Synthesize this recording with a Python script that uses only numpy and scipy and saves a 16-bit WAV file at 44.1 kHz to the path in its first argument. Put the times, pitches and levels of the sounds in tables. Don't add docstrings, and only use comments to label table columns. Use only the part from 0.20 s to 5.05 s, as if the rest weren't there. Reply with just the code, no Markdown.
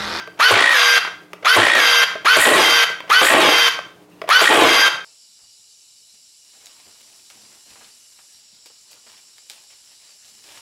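import sys
import numpy as np
from scipy import signal
from scipy.fft import rfft, irfft, next_fast_len
from scipy.io import wavfile
from scipy.ndimage import uniform_filter1d, map_coordinates

SR = 44100
rng = np.random.default_rng(int(sys.argv[2]) if len(sys.argv) > 2 else 0)


def level_to_linear(level):
    exponent = np.asarray(level, float) / 20
    return 10 ** exponent


def store_wav(level_fs):
    pcm = np.round(np.clip(np.atleast_2d(level_fs), -1, 1) * 32767)
    wavfile.write(sys.argv[1], SR, pcm.T.astype(np.int16))


N = 213752
LEAD = 2 * SR // 3
M = N + LEAD
LIFT_DB = 7


def unit(x):
    return x / np.sqrt(np.mean(x ** 2) + 1e-20)


def along(points, hz):
    f, v = np.transpose(points)
    return np.interp(np.log(hz + 1), np.log(f + 1), v)


def clock():
    return (np.arange(M) - LEAD) / SR


def curves(tables, fade):
    s, *cols = np.transpose(np.concatenate(tables))
    t = clock()
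    gate = sum((t >= rows[0][0]) & (t < rows[-1][0]) for rows in tables)
    return [np.interp(t, s, c) for c in cols], uniform_filter1d(np.minimum(gate, 1.), int(fade * SR))


def wobble(rate):
    coarse = np.arange(0, M + 16, 16)
    knots = rng.standard_normal(int(M * rate / SR) + 4)
    curve = map_coordinates(knots, [coarse * rate / SR])
    return np.interp(np.arange(M), coarse, curve)


def filtered(x, response):
    m = next_fast_len(M + SR // 2)
    return irfft(rfft(x, m) * response(np.fft.rfftfreq(m, 1 / SR)), m)[:M]


def modes(table):
    def response(f):
        return sum((-1) ** k * level_to_linear(db) * 1j * f * w / (c * c - f * f + 1j * f * w)
                   for k, (c, w, db) in enumerate(table))
    return response


def noise(spectrum, grain_db, rate, beat=1):
    grains = beat * rng.standard_normal(M) * level_to_linear(grain_db * wobble(rate))
    return unit(filtered(grains, lambda hz: level_to_linear(along(spectrum, hz))))


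# (frequency [Hz], level [dB])
HUM = [(118.4, -65), (177.6, -50.5), (301.5, -52), (419.9, -54), (699.8, -62.5)]
# (frequency [Hz], density [dB per Hz])
FLOOR = [(15, -44), (25, -10), (55, -27), (110, -3.5), (200, -5.5), (241, -12), (307, 2), (425, -4),
         (905, -9.5), (1550, -16.5), (5370, -25), (15800, -32)]
# (start [s], end [s], frequency [Hz], level [dB])
TWEET = (3.915, 4.0, 2700, -59)


def background():
    t = clock()
    hum = sum(level_to_linear(db - 5 + 1.9 * wobble(19)) * np.sin(2 * np.pi * hz * t) for hz, db in HUM)
    start, end, hz, db = TWEET
    sounding = (t > start) & (t < end)
    squeak = level_to_linear(db + 5 * wobble(42)) * sounding * np.sin(2 * np.pi * hz * t + 2.5 * wobble(250))
    floor_db = -50
    return hum + squeak + level_to_linear(floor_db) * noise(FLOOR, grain_db=1.2, rate=30)


# (frequency [Hz], time to fall 60 dB [s])
ROOM = [(300, 0.45), (1000, 0.44), (3000, 0.4), (8000, 0.35), (15000, 0.22)]


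def room(x):
    hz, t, z = signal.stft(rng.standard_normal(SR), SR, nperseg=256)
    tail = signal.istft(z * level_to_linear(-60 * t / along(ROOM, hz)[:, None]), SR, nperseg=256)[1]
    delayed = np.pad(x, (200, 0))
    return signal.fftconvolve(delayed, tail / np.linalg.norm(tail))[:M]


# (time [s], frequency [Hz], level [dB])
THUMPS = [
    (0.317, 108, -18.5),
    (1.37, 105, -15.5),
    (2.17, 110, -30),
    (3.02, 109.4, -42),
    (4.22, 110, -42),
]


def thumps():
    total = 0
    for s, hz, db in THUMPS:
        age = np.maximum(clock() - s, 0)
        total = total + level_to_linear(db - 60 * age / 0.17) * (1 - np.exp(-age / 0.019)) * np.sin(2 * np.pi * hz * age)
    return total


# (frequency [Hz], width [Hz], level [dB])
SHELL = [(598, 170, 9), (1170, 265, 9), (2150, 520, 3), (3180, 660, -2.5), (5250, 1200, -13.5)]
# (frequency [Hz], width [Hz], level [dB])
BOX = [(325, 74, 1), (437, 120, -1.5), (647, 69, 5.5), (972, 91, -3), (1093, 94, 5.5)]


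def contacts(rows, crack_s, rise_s):
    layers, t = np.zeros((3, M + SR)), np.arange(SR // 20) / SR
    fall_s = crack_s * np.array([[1], [2], [1]])
    shape = level_to_linear(-60 * t / fall_s) * (1 - np.exp(-t / rise_s))
    for s, db, dull_db, bright_db in rows:
        crack = shape * rng.standard_normal(len(t))
        levels = level_to_linear(db + np.array([[0], [dull_db], [bright_db]]))
        layers[:, LEAD + round(s * SR):][:, :len(t)] += levels * crack
    body, dull, bright = layers[:, :M]
    tick = filtered(bright, lambda f: (1j * f / 6000) ** 2 / (1 + 1j * f / 7000) ** 4)
    return level_to_linear(3.5) * filtered(body, modes(SHELL)) + level_to_linear(15) * filtered(dull, modes(BOX[1:3])) + level_to_linear(17.5) * tick


# (time [s], peak [dB], dull part [dB], bright part [dB])
TRIGGER = [
    (.074, -21, -2.5, -31),
    (1.132, -14.5, -6, -25.5),
    (1.953, -18.5, 2.5, -34.5),
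    (2.804, -13.5, -35, -40),
    (4.016, -10.5, -5, -41),
    (4.039, -25, 5.5, -39.5),
]
# (time [s], peak [dB], dull part [dB], bright part [dB])
DRIPS = [
    (0.849, -10.5, -19, -40),
    (.875, -12, -18, -40),
    (1.18, -40, 4, -40),
    (2.839, -32, 5.5, -42.5),
    (3.9, -52, -33, -5),
]
# (time [s], peak [dB], dull part [dB], bright part [dB])
RUBS = [
    (.174, -26, -16, -45),
    (1.224, -20.5, -4, -45),
    (2.874, -22.5, -23, -44),
    (4.074, -14, -9, -45),
]


def fingers_and_drips():
    taps = contacts(TRIGGER + DRIPS, crack_s=0.018, rise_s=0.00046)
    return taps + contacts(RUBS, crack_s=.06, rise_s=0.0066)


def swells(rows, rise, fall):
    t = clock()
    return np.max([db - rise * np.maximum(s - t, 0) - fall * np.maximum(t - s - hold, 0)
                   for s, db, hold in rows], axis=0)


# (start [s], release [s], reload [s], stop [s], low gear hum [dB])
SHOTS = [
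    (0.199, .306, 0.53, 0.788, -31),
    (1.254, 1.359, 1.572, 1.843, -31),
    (2.055, 2.165, 2.36, 2.645, -31.5),
    (2.902, 3.016, 3.22, 3.49, -33),
    (4.098, 4.214, 4.425, 4.684, -34),
]
# (time [s], drumming [dB], hiss [dB])
SLUGS = [
    (.316, -6, -18),
    (1.368, -4, -18),
    (2.167, -10, -16),
    (3.017, -8.5, -27),
    (4.22, -14.5, -16),
]
# (time [s], level [dB], hold [s])
ROLLS = [
    (.37, -14.5, .005),
    (1.385, -13.5, .005),
    (1.567, -19.5, .005),
    (2.267, -12.5, 0.13),
    (3.112, -11, 0.15),
    (4.312, -9.5, 0.15),
]
# (time [s], level [dB], hold [s])
JETS = [
    (.35, -30.5, 0.39),
    (1.385, -26, 0.063),
    (1.567, -28.5, 0.013),
    (2.211, -15.5, 0.026),
    (3.054, -16, .005),
    (4.234, -21.5, .15),
]


def water_levels():
    def slug(column):
        return swells([(row[0], row[column], 0) for row in SLUGS], rise=1500, fall=415)

    drum_db = np.maximum(slug(1), swells(ROLLS, rise=700, fall=125))
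    hiss_db = np.maximum(slug(2), swells(JETS, rise=150, fall=55))
    flowing = [[(release, 0), (stop, 0)] for _, release, _, stop, _ in SHOTS]
    return (drum_db, hiss_db), curves(flowing, fade=0.0068)[1]


# (frequency [Hz], density [dB per Hz])
DRUM = [(24, -70.5), (40, -28.5), (206, -11), (320, 3.5), (679, -2), (890, 5.5), (961, -35), (1060, 0),
        (1310, -9.5), (3170, -5.5), (4000, -34), (5200, -56), (8800, -120)]
# (frequency [Hz], density [dB per Hz])
JET = [(2650, -28), (4500, -12), (5740, -12), (7560, 6.5), (9240, 6.5), (10700, -0.5), (11500, -7),
       (13000, -19.5)]
# (frequency [Hz], density [dB per Hz])
AIR = [(6000, -61.5), (6800, 3), (9000, -8), (12000, -1.5), (15800, -17)]


def water():
    (drum_db, hiss_db), gate = water_levels()
    drops = rng.standard_normal(M) * (rng.random(M) < 1100 / SR)
    beats = unit(filtered(drops, modes(BOX)))
    drum = 0.52 * beats + 0.73 * noise(DRUM, grain_db=3, rate=90)
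    spray = level_to_linear(hiss_db - 8) * noise(JET, grain_db=3.5, rate=380)
    spit = level_to_linear(1.9 * (hiss_db + 15.0) - 22.5) * noise(AIR, grain_db=-3.0, rate=310)
    return gate * (level_to_linear(drum_db - 0.1) * drum + spray + spit)


# (time [s], peak [dB], dull part [dB], bright part [dB])
CLACKS = [(0.199, -10, -40, -40), (0.307, -10, 1, -24), (0.313, -6, -3.5, -22), (0.498, -7, -38, -19),
          (1.254, -16, -40, -46), (1.358, -11, -2, -16), (1.469, 2, -32, -37), (1.552, 4, -66, -28.5),
          (2.054, -9, -10, -35), (2.164, -4, -10, -24.5), (2.639, -13, -36.5, -30.5),
          (2.7, -15.5, -7, -28.5), (2.9, -4, -18, -42), (3.015, 1, -9, -25), (3.589, -14, -31, -57),
          (4.09, -4, -23, -22), (4.214, -1.5, 1, -16.5), (4.296, -5, -3, -33.5), (4.681, -3, -15, -27)]


def clacks():
    return level_to_linear(-3.5) * contacts(CLACKS, crack_s=0.014, rise_s=0.00022)


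# (wound up [Hz], running free [Hz], dragging the spring [Hz], at the end [Hz])
RATES = [(1560, 1880, 1600, 1585), (1585, 1880, 1593, 1578), (1580, 1930, 1590, 1560),
         (1570, 1910, 1590, 1565), (1570, 1920, 1600, 1590)]


def gearing():
    t, tooth_hz, hum = clock(), np.full(M, 1567.), np.zeros(M)
    for (start, release, reload, stop, hum_db), (wound, free, drag, end) in zip(SHOTS, RATES):
        spin_up = 750 * np.exp(-np.maximum(t - start, -.01) / .014)
        winding = wound - 1200 * (release - t) - spin_up
        racing = free + (wound - free) * np.exp(-np.maximum(t - release, 0) / .03)
        sag = (end - drag) * (t - reload) / (stop - reload) - 15 * np.exp(np.minimum(t - stop, 0) / .015)
        dragging = drag + sag + (free - drag) * np.exp(-np.maximum(t - reload, 0) / .024)
        running = (t > start - .02) & (t < stop + .02)
        rate = np.select([t < release, t < reload], [winding, racing], dragging)
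        tooth_hz[running] = rate[running].clip(400)
        hum[running] = level_to_linear(hum_db) * np.clip((t[running] - start) / 0.096, 0, 1)
    return tooth_hz, hum


# (time [s], whine [dB], octave [dB], load [0-1], rattle [dB])
EARLIER = [
    (-.6, -18.5, -26, 1.1, -11),
    (-.2, -6.5, -10, 1.45, -3),
]
# (time [s], whine [dB], octave [dB], load [0-1], rattle [dB])
WINDING = [
    (-.003, -49, -27, 0.3, -21),
    (.013, -7.5, -18, 0.8, -15),
    (.035, -11, -37, 1.1, -15),
    (.065, -9.5, -12.5, 1, -18.5),
]
# (time [s], whine [dB], octave [dB], load [0-1], rattle [dB])
RELEASE = [
    (-.004, -26.5, -24.5, 0.94, -13.5),
    (.008, -36, -37, 0.28, -14.5),
]
# (early [dB], full speed [dB], coasting [dB])
FREE_WHINES = [(-25, -12, -13), (-16, -14, -13), (-14, -17, -16.5), (-12.5, -21.5, -25.5),
               (-11.5, -30.5, -31)]
# (spring caught [dB], dragging [dB], stalling [dB], octave lift [dB])
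LOADED_WHINES = [(-22, -15.5, -18.5, -3), (-26, -20.5, -14, 0.5), (-30.5, -23, -18, 2),
                 (-39, -27, -17, 2.5), (-26, -14.5, -18, 1.5)]


def motor_levels():
    # (octave [dB], load [0-1], rattle [dB])
    racing, coasting, meshing = (-35, .05, -16.5), (-28, .15, -21), (-27, 0.75, -17)
    loaded_stages = (-23, 0.92, -16), (-22.5, 0.99, -17.5), (-17.5, .8, -11.5)
    tables = [EARLIER]
    for shot, free_whines, loaded_whines in zip(SHOTS, FREE_WHINES, LOADED_WHINES):
        start, release, reload, stop, _ = shot
        early, full, coast = free_whines
        *loaded, lift_db = loaded_whines
        times = (release + .06, release + .13, reload - .026, reload - 0.019,
                 reload + 0.1, stop - 0.037, stop)
        lifted = [(db + lift_db, *rest) for db, *rest in loaded_stages]
        stages = racing, racing, coasting, meshing, *lifted
        whines = early, full, coast, coast, *loaded
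        rows = [(start + s, *rest) for s, *rest in WINDING]
        rows += [(release + s, *rest) for s, *rest in RELEASE]
        rows += [(s, db, *stage) for s, db, stage in zip(times, whines, stages)]
        tables.append(rows)
    (whine_db, octave_db, load, rattle_db), gate = curves(tables, fade=0.013)
    over_db = -56 + 30 * load
    second_db = -38.5 + 11.5 * load
    return (whine_db, octave_db, over_db, second_db, rattle_db, load), gate


# (multiple of the tooth rate, level [dB])
OVERTONES = [(3, 1), (4, -9.5)]
# (multiple of the tooth rate, level [dB])
BRUSHES = [(2, -2.5), (3, -2), (4, -11.5), (3.3, -6), (3.65, -5), (5.7, -25), (6, -18), (6.75, -18),
           (7, -13.5), (7.8, -13), (8, -16)]
# (multiple of the tooth rate, level [dB])
SECOND = [(.7, -1.5), (.9, -3), (1.3, 3), (1.5, -21), (1.6, -6.5), (1.7, -1), (2.3, -4), (2.4, -5.5)]
# (frequency [Hz], density [dB per Hz])
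RATTLE = [(210, -73.5), (350, -36), (470, -37), (521, -15), (848, -9.5), (1630, -1.5), (1780, -6.5),
          (2110, -4), (2870, -8), (3260, -6), (4320, -13.5), (4910, -18), (7500, -25.5), (9750, -67),
          (16500, -120)]
# (frequency [Hz], density [dB per Hz])
SIZZLE = [(3820, -22), (6500, 0), (6800, -4), (7570, -38.5), (8400, -8), (9180, -12.5), (10000, -9),
          (10700, -3.5), (12700, -10), (13100, -8), (13500, -31), (14100, -32), (15800, -19.5)]


def motor():
    (whine_db, octave_db, over_db, second_db, rattle_db, load), gate = motor_levels()
    tooth_hz, hum = gearing()
    teeth = 2 * np.pi * np.cumsum(tooth_hz) / SR + .07 * wobble(250)
    free = np.clip((tooth_hz - 1640) / 150, 0, 1) * np.clip((.7 - load) / .4, 0, 1)
    wheel = teeth / 31.5 + .3 * wobble(30)
    beats = level_to_linear(14 * np.cos(wheel) + 2.2 * wobble(60))
    sway = level_to_linear(2.2 * np.cos(2 * wheel) + 1.1 * wobble(60))
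    throb = free * unit(beats) + (1 - free) * unit(sway)
    slack = .7 * free * wobble(170)

    def family(table, blur):
        return sum(level_to_linear(db + 3.0 * wobble(70)) * np.sin(k * teeth + blur * wobble(200)) for k, db in table)

    tones = level_to_linear(whine_db) * throb * np.sin(teeth + slack)
    tones += level_to_linear(octave_db) * throb * np.sin(2 * (teeth + slack) + 0.24 * wobble(220))
    settled_db = -9 * np.clip((tooth_hz - 1650) / 120, 0, 1)
    tones += level_to_linear(over_db + settled_db) * (family(OVERTONES, .65) + family(BRUSHES, 2.1))
    tones += level_to_linear(second_db) * family(SECOND, .7) + hum * np.sin(.3 * teeth)
    wheel_beat = level_to_linear(3.6 * free * np.cos(wheel))
    rattle = level_to_linear(rattle_db + 0.26) * noise(RATTLE, grain_db=2.6, rate=300, beat=wheel_beat)
    sizzle = level_to_linear(rattle_db - 16.5 - 20 * free) * noise(SIZZLE, grain_db=3.5, rate=270)
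    knocks = level_to_linear(whine_db - 22) * free * throb * noise(JET, grain_db=4.5, rate=300)
    return gate * (np.sqrt(2) * tones + rattle + sizzle + knocks)


def scene():
    quiet = level_to_linear(-LIFT_DB)
    gun = motor() + water() + clacks() + quiet * fingers_and_drips()
    ring = modes([(1530, 400, -11.5)])
    echo = filtered(room(gun), lambda f: 1j * f / (600 + 1j * f) + ring(f))
    echo_db = -12
    mix = level_to_linear(-2.5) * gun + level_to_linear(echo_db) * echo + thumps() + quiet * background()
    return mix[None, LEAD:]


def gain_control(x, knee_db, share, release_db):
    slope = release_db * np.arange(N) / SR
    level_db = 10 * np.log10(np.abs(uniform_filter1d(x ** 2, 400)) + 1e-12)
    held_db = np.maximum.accumulate(level_db + slope) - slope
    cut_db = np.clip(share * (held_db - knee_db), 0, LIFT_DB)
    return x * level_to_linear(LIFT_DB - uniform_filter1d(cut_db, 200))


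def low_pass(x):
    return signal.sosfilt(signal.butter(12, 16490, fs=SR, output="sos"), x)


def record(dry):
    top, hard, top_hz = .9, 4., 15870
    x = gain_control(dry[0], knee_db=-23, share=0.53, release_db=153)
    x = x / (1 + np.abs(x / top) ** hard) ** (1 / hard)
    x = filtered(x, lambda f: (f < top_hz) * 1j * f / (40 + 1j * f))[None, :N]
    return low_pass(x)


dry = scene()
out = record(dry)
store_wav(out)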